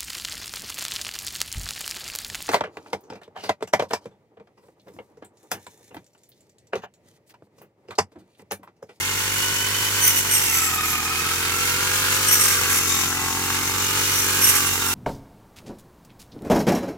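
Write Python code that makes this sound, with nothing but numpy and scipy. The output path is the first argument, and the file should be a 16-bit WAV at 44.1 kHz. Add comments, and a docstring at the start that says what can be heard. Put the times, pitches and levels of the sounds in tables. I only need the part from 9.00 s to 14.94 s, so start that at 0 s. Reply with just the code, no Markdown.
"""Brush cutter in dry wheat.

A four-stroke brush cutter mows an open field, a few metres from a phone. Gas pulses thud and valves
rattle the casing each cycle. The engine sags under load; gears whirr, the shaft chatters at low speed.
On each swing the saw teeth rip through stalks with a bright zing, and falling straw crackles."""
import sys
import numpy as np
from scipy import signal
from scipy.fft import rfft, irfft, next_fast_len
from scipy.io import wavfile
from scipy.ndimage import uniform_filter1d

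SR = 44100
rng = np.random.default_rng(int(sys.argv[2]) if len(sys.argv) > 2 else 0)


def waveform_to_disk(signal):
    """Save audio, clipped to [-1, 1], as 16-bit WAV at the path in sys.argv[1]."""
    frames = np.transpose(np.atleast_2d(signal))
    scaled = np.clip(frames, -1, 1) * 32767
    samples = np.round(scaled).astype(np.int16)
    wavfile.write(sys.argv[1], SR, samples)


N = 261954
STEP = 32  # samples per control value
CRUISE_HZ = 46
TEETH_PER_FIRING, MESH_PER_FIRING, BLADE_TEETH = 60.2, 30.4, 40

# firing rate, sagging in each cut (time [s], rate [Hz])
FIRING_HZ = [(0.0, 47.61), (0.4, 48.9), (0.78, 50.08), (1.02, 50.38), (1.11, 48.78), (1.32, 48.24),
             (1.45, 45.66), (1.6, 42.9), (1.97, 40.69), (2.3, 43.0), (2.55, 44.43), (2.78, 46.0),
             (3.13, 47.87), (3.29, 48.39), (3.52, 45.98), (3.78, 45.19), (4.04, 43.72), (4.28, 45.18),
             (4.52, 46.11), (4.8, 47.05), (5.06, 48.07), (5.39, 47.47), (5.55, 46.74), (5.71, 45.72),
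             (5.94, 45.54)]
# worker's swing: 0 = blade out, 1 = blade hidden, muffler facing (time [s], turn [0-1])
TURN = [(0, 0.27), (.75, 0.32), (1.3, 0.31), (2, 0.4), (2.5, 0.034), (3.1, 0.099), (3.6, 0.11), (4.2, 0.84),
        (4.5, 0.76), (5, 0.44), (5.45, 0.38), (5.94, 0.73)]
# exhaust swell (time [s], level [dB])
SWELL_DB = [(0, -3), (1.1, -1), (1.8, -2.5), (2.15, -1.1), (3.1, 1), (4.2, 1), (5.4, 2.5), (5.94, 0.5)]
# part: (base gain [dB], speed slope [dB/Hz], gain at full turn [dB], swell weight [ratio])
PART_GAINS = {"drone": (-38, 0.23, -0.4, 0.5), "note": (-0.43, 0.03, 0.12, 1), "bark": (.5, .45, 0, 0),
              "buzz": (1, 0, 0, 0), "chuff": (-37.5, -.1, 3.5, 0.3), "gears": (-39.5, -.2, 3, -.3),
              "rattle": (-24.5, 0.09, -7.5, 0.62), "fittings": (-39, -0.1, -5, -1),
              "straw": (-26, 0.44, -3, 0.78), "air": (-40.5, -0.13, -1.5, 0.9)}

# Order = multiple of the firing rate.
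# muffler drone (order [1], level [dB], phase [cycles])
DRONE_LINES = [(1, -12.5, 1), (2, -1, 0.34), (3, -9.5, 0.31)]
# gas pulses (phase [cycles], level [dB])
GAS_PULSES = [(.475, 2), (.14, -2.5), (.77, -7)]
# exhaust note (order [1], level turned away [dB], level facing [dB])
NOTE_LINES = [(4, -51.5, -47.5), (5, -51.5, -45.5), (6, -49, -40.5), (7, -49, -46), (8, -45, -46),
              (9, -47, -48), (10, -49, -55), (11, -42, -55.5), (12, -57, -76)]
# hard edge of the exhaust pulse (order [1], level turned away [dB], level facing [dB])
BARK_LINES = [(14, -58.5, -63.5), (15, -66, -61), (16, -67, -53), (17, -65, -43), (18, -51, -48),
              (19, -56, -41.5), (20, -58, -40), (21, -48, -59)]
# bark envelope (time [s], gain [dB])
BARK_DB = [(0, 0.5), (4.1, 2.5), (5.4, -2.5), (5.94, 1)]
# muffler shell buzz (order [1], level turned away [dB], level facing [dB])
BUZZ_LINES = [(23, -53.5, -50.5), (24, -56, -40.5), (25, -46.5, -45.5), (26, -39.5, -52.5),
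              (27, -47.5, -47), (28, -48, -75), (29, -46, -73), (33, -47.5, -44), (34, -43, -62),
              (35, -38.5, -63), (36, -46.5, -47), (37, -65, -72)]
# buzz envelope (time [s], gain [dB])
BUZZ_DB = [(0, -17), (1.9, -7), (2.6, -7), (3.3, 1), (4.2, -0.5), (5.2, -1.5), (5.5, 3.5), (5.7, -1),
           (5.94, -2)]
# gas noise bursts (phase [cycles], level [dB])
CHUFFS = [(0.41, -4.5), (0.53, -7), (0.16, -8), (0.76, -11.5)]
# muffler outflow spectrum (frequency [Hz], gain [dB])
CHUFF_SPECTRUM = [(300, -18), (620, -30), (850, -6.5), (1400, -3), (2000, -3.5), (3000, -3), (6000, -32),
                  (16000, -47)]

# fin and shaft tube modes (frequency [Hz], width [Hz], level [dB])
FIN_MODES = [(3680, 160, 2), (4020, 160, -18), (5260, 210, 1), (5730, 130, -12), (6200, 130, -0.5),
             (6450, 150, -2), (7130, 170, 1), (7450, 110, -1), (8050, 250, -6)]
# their ringing (time [s], level [dB])
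FIN_DB = [(0, -36), (1.2, -38), (2, -35.5), (2.6, -37.5), (3.2, -46), (3.95, -28), (4.2, -35), (4.45, -40),
          (4.8, -29.5), (5.3, -35.5), (5.72, -33), (5.94, -36)]
# valve and piston knocks (phase [cycles], level [dB])
KNOCKS = [(.13, 5.5), (.4, 5.5), (0.501, 6.5), (0.721, 14.5), (0.899, 1.5)]
# casing response (frequency [Hz], gain [dB])
CASING_SPECTRUM = [(300, -47), (650, -31), (900, -7), (1350, 2.5), (1650, -.5), (1950, -1), (2300, 2.5),
                   (2800, 1.5), (3400, -3), (4500, -2), (6500, -12.5), (10000, -5), (16000, -16)]
# echoes off worker, guard and soil (delay [s], gain [dB])
ECHOES = [(.00115, -15), (.0022, -13), (.0037, -14)]
# cowl and guard modes (frequency [Hz], width [Hz], level [dB])
FITTING_MODES = [(2124, 90, -7.5), (2593, 100, -14), (2850, 130, -14)]
# gear whirr (order [1], level [dB])
GEAR_LINES = [(28, 4.5), (30, 5.5), (31, 0), (36, -8), (39, -14), (42, -4), (44, -0.5), (45, 4), (49, -12),
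              (56, -15)]
# cooling air spectrum (frequency [Hz], gain [dB])
AIR_SPECTRUM = [(20, -25), (38, -21), (60, -19), (100, -2), (145, -0.5), (210, -6.5), (450, -5.5),
                (620, -17.5), (1000, -6.5), (3000, -48)]
# gear head whine (time [s], level [dB])
MESH_DB = [(0, -43), (.5, -36), (.9, -39), (1.5, -47), (2.2, -45), (2.6, -34), (3.3, -37), (4.05, -37),
           (4.6, -45), (5.5, -43), (5.85, -35)]
# fits of shaft chatter (start [s], peak [dB])
CHATTER_FITS = [(1.555, -27), (1.6142, -25), (1.6656, -26), (1.72, -25), (1.7752, -24.5), (1.8244, -25),
                (1.876, -29), (1.9275, -26), (1.9759, -25.5), (2.0497, -29), (2.1031, -24.5), (2.1742, -28),
                (2.2488, -25), (2.3092, -28)]

# straw hiss spectrum (frequency [Hz], gain [dB])
STRAW_SPECTRUM = [(1000, -35.5), (3000, -2), (4000, -4), (4700, -3), (5700, 5), (7300, 5), (9000, -1),
                  (10500, -1), (11800, -2), (13000, -2.5), (14000, 0), (16000, -7.5)]
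# free blade whine (time [s], level [dB])
WHINE_DB = [(0, -42), (.33, -38), (.45, -32), (.75, -31.5), (.95, -33.5), (1.09, -28), (1.22, -35),
            (1.47, -30), (1.62, -37), (1.9, -34), (2.3, -33), (2.5, -37), (2.8, -34), (3.1, -36),
            (4.4, -41), (5.94, -32)]
# blade meets stalks (centre [s], half length [s], level [dB], zing share [0-1], favoured harmonic [1])
CUTS = [(1.038, 0.017, -20, .85, 2), (1.078, 0.03, -15.5, 0.65, 4.5), (1.177, 0.018, -19.5, 0.4, 4),
        (1.35, 0.03, -17.5, 0.8, 3.5), (1.445, 0.093, -24, 0.24, 2.5), (1.561, 0.026, -21, 0.22, 5),
        (1.642, 0.042, -25.5, 0.3, 3), (1.75, 0.023, -29.5, 0.35, 5), (1.855, 0.037, -34, 0.4, 5),
        (1.925, 0.042, -28.5, 0.1, 5), (3.289, 0.012, -21, 0.7, 3), (3.336, 0.026, -14.5, 0.65, 5),
        (3.41, .035, -25, 1, 5), (3.438, 0.051, -20.5, 0.66, 3), (3.517, 0.064, -23.5, 0.2, 2),
        (3.725, 0.023, -21, 0.1, 4), (3.771, 0.021, -19.5, 0.2, 4), (3.945, 0.13, -26, 0, 4),
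        (5.174, 0.061, -25, 0.5, 2), (5.431, 0.012, -17, 0.76, 4), (5.447, 0.0067, -10, 1, 4),
        (5.489, 0.019, -12.5, 0.55, 4), (5.53, 0.029, -26.5, .07, 3), (5.564, 0.014, -18.5, 0.4, 4),
        (5.672, 0.011, -22.5, 0.7, 4), (5.887, 0.026, -28, 1, 4)]
# tooth zing (tooth rate harmonic [1], level [dB])
ZING_LINES = [(1, -15), (2, -14.5), (3, -5), (4, -16), (5, -3.5)]
# steel blade response (frequency [Hz], gain [dB])
PLATE_SPECTRUM = [(2000, 5), (3000, -1.5), (4400, -5), (5750, 8.5), (7000, 8.5), (8600, -1.5), (10000, 7),
                  (11500, 8), (12800, 1), (14400, -9.5), (16000, -4)]
# tearing stalk spectrum (frequency [Hz], gain [dB])
RIP_SPECTRUM = [(500, -36), (1500, 0), (2900, 6), (3500, 1), (4500, -1), (5800, 8), (8500, 7.5),
                (10000, 7.5), (11500, 7.5), (13000, 7), (16000, -10)]
# cutting noise balance (time [s], left minus right [dB])
CUT_PAN_DB = [(0, 2.5), (1.1, 0), (1.35, 0), (3.2, 1), (3.5, 0), (4.05, 3.5), (5.25, -1), (5.47, -1),
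              (5.94, -2.5)]
# microphone port shading (frequency [Hz], left minus right [dB])
PORT_SHADING = [(450, -6.5), (700, 8), (950, 2), (1300, -0.5), (1750, -9), (2300, -4), (2800, -1),
                (3300, -4), (4400, -0.5), (6200, 6), (8500, -0.5), (11000, -4), (15000, -8)]


def amp(db):
    """Decibels to gain."""
    return 10 ** (np.asarray(db) / 20)


def unit(x):
    """Scale to rms 1."""
    return x / np.sqrt(np.mean(x ** 2))


def curve(table):
    """Breakpoints to one value per sample."""
    return np.interp(np.arange(N) / SR, *np.transpose(table))


def hold(x, size=STEP):
    """Control rate to sample rate."""
    return np.repeat(x, size)[:N]


def walk(rate_hz):
    """Smooth random drift, rms 1."""
    size = max(int(SR / rate_hz / 100), 1)
    span = max(int(SR / rate_hz / size), 1)
    steps = np.diff(rng.standard_normal(N // (span * size) + 2), prepend=0)
    ramps = np.cumsum(np.repeat(steps / span, span))
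    return hold(unit(uniform_filter1d(ramps, span // 2 + 1)), size)


def noise():
    """Independent white noise per port."""
    return rng.standard_normal((2, N))


def colour(x, spectrum, size=8192):
    """Minimum-phase filter with the given response."""
    hz, db = np.transpose(spectrum)
    grid_hz = np.maximum(np.fft.rfftfreq(size, 1 / SR), 1)
    cepstrum = irfft(np.log(amp(np.interp(np.log(grid_hz), np.log(hz), db))))
    cepstrum[1:size // 2] *= 2
    cepstrum[size // 2 + 1:] = 0
    response = irfft(np.exp(rfft(cepstrum)))
    return signal.fftconvolve(np.atleast_2d(x), response[None], axes=1)[:, :N]


def pan(db):
    """Port gains for a left-minus-right balance."""
    return amp(np.array([db, -db]) / 2)


def from_left(x, lag_s=0.00014):
    """Direct sound reaches the right port later."""
    x, size = np.ravel(x), next_fast_len(N, real=True)
    delay = np.exp(-2j * np.pi * np.fft.rfftfreq(size, 1 / SR) * lag_s)
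    return np.array([x, irfft(rfft(x, size) * delay, size)[:N]])


def scatter(x, tail_s, wet_share):
    """Direct sound plus a spray of reflections off soil and stalks."""
    t = np.arange(SR // 20) / SR
    spray = rng.standard_normal((2, len(t))) * np.exp(-t / tail_s)
    spray /= np.linalg.norm(spray, axis=1, keepdims=True)
    wet = signal.fftconvolve(np.atleast_2d(x), spray, axes=1)[:, :N]
    return np.sqrt(1 - wet_share) * unit(from_left(x)) + np.sqrt(wet_share) * unit(wet)


def moving_echoes(x, drift_s=0.00011):
    """Echo paths drift as the worker moves; peaks and dips wander."""
    at = np.arange(N)

    def echo(port, delay_s):
        return np.interp(at - SR * (delay_s + drift_s * walk(1.2)), at, port)

    return unit(np.array([port + sum(amp(db) * echo(port, s) for s, db in ECHOES) for port in x]))


def part_gain(part):
    """Gain from engine speed, turn and exhaust swell."""
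    base_db, db_per_hz, turned_db, weight = PART_GAINS[part]
    hz, turn, swell_db = (curve(table)[::STEP] for table in (FIRING_HZ, TURN, SWELL_DB))
    return hold(amp(base_db + db_per_hz * (hz - CRUISE_HZ) + turned_db * turn + weight * swell_db))


def surge(cycle, depth_db, phase):
    """Gain swelling once a cycle, peaking at phase."""
    return unit(hold(amp(depth_db / 2 * np.cos(2 * np.pi * (cycle[::STEP] - phase)))))


def throb(cycle, depth_db, phase):
    """Gain jumping at each firing, sinking until the next."""
    age = (cycle - phase) % 1
    return unit(uniform_filter1d(amp(-depth_db * age), SR // 500))


def valve_pop(cycle):
    """Steady gain with a bump as the exhaust valve opens."""
    age = (cycle - GAS_PULSES[0][0] + .5) % 1 - .5
    return unit(1 + .8 * np.exp(-(age / .13) ** 2))


def pulse_lines(cycle, lines, waver, lead_cycles=0):
    """Firing harmonics peaking on the gas pulses; their balance follows the turn."""
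    out, angle = 0, 2 * np.pi * (cycle + lead_cycles)
    turn = curve(TURN)[::STEP]
    for order, away_db, facing_db in lines:
        pulses = sum(amp(db) * np.exp(-2j * np.pi * order * phase) for phase, db in GAS_PULSES)
        gain = hold(np.sqrt(2) * amp(away_db + turn * (facing_db - away_db)))
        out -= gain * wavering(order * angle + np.angle(pulses), waver, rate_hz=14)
    return out


def wavering(angle, depth, rate_hz):
    """Tone drifting in level and phase."""
    return np.cos(angle) * (1 + depth * walk(rate_hz)) + np.sin(angle) * depth * walk(rate_hz)


def exhaust(cycle, jitter_cycles=0.0016, spread_db=1.1, chuff_cycles=0.028):
    """Gas pulses bark over a drone; as the valve opens, gas chuffs out and the muffler shell buzzes."""
    drone = sum(amp(db + 0.29 * walk(25.1)) * np.cos(2 * np.pi * order * (cycle - phase))
                for order, db, phase in DRONE_LINES)
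    note = pulse_lines(cycle, NOTE_LINES, waver=0.095)
    uneven = cycle + jitter_cycles * walk(70)
    strength = amp(spread_db * walk(70))
    bark = pulse_lines(uneven, BARK_LINES, waver=0.22, lead_cycles=0.04) * amp(curve(BARK_DB))
    buzz = pulse_lines(uneven, BUZZ_LINES, waver=0.59, lead_cycles=0.0422) * amp(curve(BUZZ_DB))
    bursts = sum(amp(db) * np.exp(-(((cycle - phase + .5) % 1 - .5) / chuff_cycles) ** 2)
                 for phase, db in CHUFFS)
    chuff = unit(colour(rng.standard_normal(N) * bursts, CHUFF_SPECTRUM))
    smooth = unit(drone) * part_gain("drone") + note * part_gain("note")
    rough = bark * part_gain("bark") + buzz * part_gain("buzz") + chuff * part_gain("chuff")
    return from_left(smooth + rough * strength)


def fins(cycle):
    """Each firing shakes a metallic rasp from fins and shaft tube; the modes trade strength."""
    t = np.arange(N) / SR
    ring = 0
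    for hz, width_hz, db in FIN_MODES:
        tone = amp(db + 3.5 * np.tanh(walk(6))) * np.sin(2 * np.pi * hz * t)
        ring += tone * np.array([walk(2 * width_hz), walk(2 * width_hz)])
    shake = surge(cycle, depth_db=8, phase=.45) * amp(1.5 * walk(60))
    return unit(ring * shake) * amp(curve(FIN_DB))


def knocks(cycle, spread_db=4.5, jitter_cycles=0.0038, count=400):
    """Valve and piston impacts, each slightly off in size and timing."""
    out = np.zeros(N + 1)
    for phase, db in KNOCKS:
        slip, force = rng.uniform(-1, 1, (count, 2)).T
        due = np.arange(count) + phase + jitter_cycles * slip
        at = np.interp(due, cycle, np.arange(N), left=-1, right=-1)
        size, at = amp(db + spread_db * force)[at >= 0], at[at >= 0]
        np.add.at(out, at.astype(int), size * (1 - at % 1))
        np.add.at(out, at.astype(int) + 1, size * (at % 1))
    return out[:N]


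def casing(cycle):
    """Knocks and a gas rasp ring the casing; its partials shift as it turns."""
    blows, angle = knocks(cycle), np.pi * curve(TURN)
    ring = sum(side * scatter(blows, tail_s=0.013, wet_share=1)
               for side in (np.cos(angle), np.sin(angle)))
    rasp = unit(noise() + .8 * from_left(rng.standard_normal(N)))
    rasp = rasp * throb(cycle, depth_db=8.5, phase=.36) * amp(.6 * walk(70))
    rattle = moving_echoes(colour(rasp + amp(-2) * ring, CASING_SPECTRUM))
    return rattle * amp(0.78 * walk(15)) * part_gain("rattle")


def fittings(cycle):
    """Loose cowl and guard chatter, more at low speed."""
    t = np.arange(N) / SR
    ring = sum(amp(db + 3.3 * np.tanh(walk(21))) * np.sin(2 * np.pi * hz * t) * walk(width_hz)
               for hz, width_hz, db in FITTING_MODES)
    return from_left(unit(ring * valve_pop(cycle))) * part_gain("fittings")


def gears(cycle, backlash=0.42):
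    """Gear teeth sing on firing harmonics, jolted by each firing and wavering with backlash."""
    whirr = sum(amp(db) * wavering(2 * np.pi * (order * cycle + rng.random()), backlash, rate_hz=16)
                for order, db in GEAR_LINES)
    return scatter(whirr * valve_pop(cycle), tail_s=0.004, wet_share=0.1) * part_gain("gears")


def cooling_air():
    """Air rushes out of the cowl."""
    return from_left(unit(colour(rng.standard_normal(N), AIR_SPECTRUM))) * part_gain("air")


def shaft(cycle, fit_s=0.034, overtone_db=-7):
    """The gear head whines; dragged down by load, the shaft chatters at that pitch in short fits."""
    t = np.arange(0, N, STEP) / SR
    fits = hold(sum(amp(db) * np.sin(np.pi * np.clip((t - s) / fit_s, 0, 1)) for s, db in CHATTER_FITS))
    whine = amp(curve(MESH_DB) + 4 * np.tanh(walk(22))) * valve_pop(cycle)
    angle = 2 * np.pi * (MESH_PER_FIRING * cycle + np.cumsum(20 * walk(170)) / SR)
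    return from_left((fits + whine) * (np.sin(angle) + amp(overtone_db) * np.sin(2 * angle)))


def snaps(rate_hz, skew_db):
    """Random clicks; a few much louder (skew > 0) or softer (skew < 0)."""
    size = amp(skew_db * np.minimum(rng.exponential(size=N), 4))
    return (rng.random(N) < rate_hz / SR) * size * rng.choice([-1, 1], N)


def straw(cycle, fall_db=-12, fall_s=0.12):
    """Straw stirred by the blade hisses and crackles, swelling as cut stalks fall."""
    t = np.arange(0, N, STEP) / SR
    fall_power = hold(sum(amp(db + fall_db) ** 2 * (t > s) * np.exp(-np.abs(t - s) / fall_s)
                          for s, _, db, *_ in CUTS))
    crackle = scatter(snaps(rate_hz=1300, skew_db=3), tail_s=0.0007, wet_share=0.84)
    hiss = (noise() + amp(-5) * crackle) * surge(cycle, depth_db=2.5, phase=.42)
    gain = np.sqrt(part_gain("straw") ** 2 + fall_power)
    return moving_echoes(colour(hiss, STRAW_SPECTRUM)) * amp(.9 * walk(20)) * gain


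def blade_whine(tooth_angle):
    """The free blade sings roughly at its tooth rate, flickering."""
    tone = np.array([np.sin(tooth_angle) * walk(130) + np.cos(tooth_angle) * walk(130) for _ in range(2)])
    return tone / np.sqrt(2) * amp(curve(WHINE_DB) + 5 * np.tanh(walk(24)))


def cuts(tooth_angle, favour_db=6):
    """Teeth strike stalks in quick succession, a rough zing; the stalks tear and snap."""
    t = np.arange(0, N, STEP) / SR
    centre_s, half_s, cut_db, zing_share, favoured = np.transpose(CUTS)
    offset = (t - centre_s[:, None]) / half_s[:, None]
    power = amp(cut_db)[:, None] ** 2 * np.exp(-np.minimum(offset ** 2, 20))
    zing = 0
    for harmonic, db in ZING_LINES:
        boost = amp(favour_db * np.exp(-2 * (harmonic - favoured) ** 2))
        gain = amp(db) * hold(np.sqrt((zing_share * boost ** 2) @ power))
        cos, sin = np.cos(harmonic * tooth_angle), np.sin(harmonic * tooth_angle)
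        zing += gain * np.array([cos * walk(480) + sin * walk(480) for _ in range(2)])
    snapping = scatter(snaps(rate_hz=2200, skew_db=-3), tail_s=0.0032, wet_share=1)
    rip = unit(colour(noise() + amp(13) * snapping, RIP_SPECTRUM))
    rip_gain = hold(np.sqrt((1 - zing_share) @ power))
    return (colour(zing, PLATE_SPECTRUM) + rip * rip_gain) * amp(2 * np.tanh(walk(140)))


def blade(cycle):
    """The blade runs out of true: whine and cuts flutter once a turn."""
    teeth = TEETH_PER_FIRING * cycle
    blur = np.cumsum(15 * walk(120)) / SR  # stalks meet the teeth at random moments
    tooth_angle = 2 * np.pi * (teeth + blur)
    wobble = surge(teeth / BLADE_TEETH, depth_db=4, phase=0)
    return (blade_whine(tooth_angle) + cuts(tooth_angle)) * wobble


def scene():
    """One engine speed drives all parts; the swing shows and hides them."""
    cycle = np.cumsum(curve(FIRING_HZ) * (1 + 0.001513 * walk(30))) / SR
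    rattle_pan = pan(0.3 * curve(SWELL_DB))  # drifts left as the engine comes into the open
    engine = exhaust(cycle) + fins(cycle) + (casing(cycle) + fittings(cycle)) * rattle_pan
    machine = engine + gears(cycle) + cooling_air() + shaft(cycle)
    return machine + (straw(cycle) + blade(cycle)) * pan(curve(CUT_PAN_DB))


def record(dry, ceiling=0.72, cutoff_hz=15900):
    """The phone's body shades each port above the bass; peaks are rounded, the top is cut."""
    shading = [(380, 0)] + list(PORT_SHADING)
    left = colour(dry[0], [(hz, db / 2) for hz, db in shading])
    right = colour(dry[1], [(hz, -db / 2) for hz, db in shading])
    both = np.vstack([left, right])
    rounded = both / (1 + (both / ceiling) ** 4) ** 0.25
    return signal.sosfilt(signal.ellip(12, .2, 90, cutoff_hz, fs=SR, output="sos"), rounded)


dry = scene()
out = record(dry)
waveform_to_disk(out)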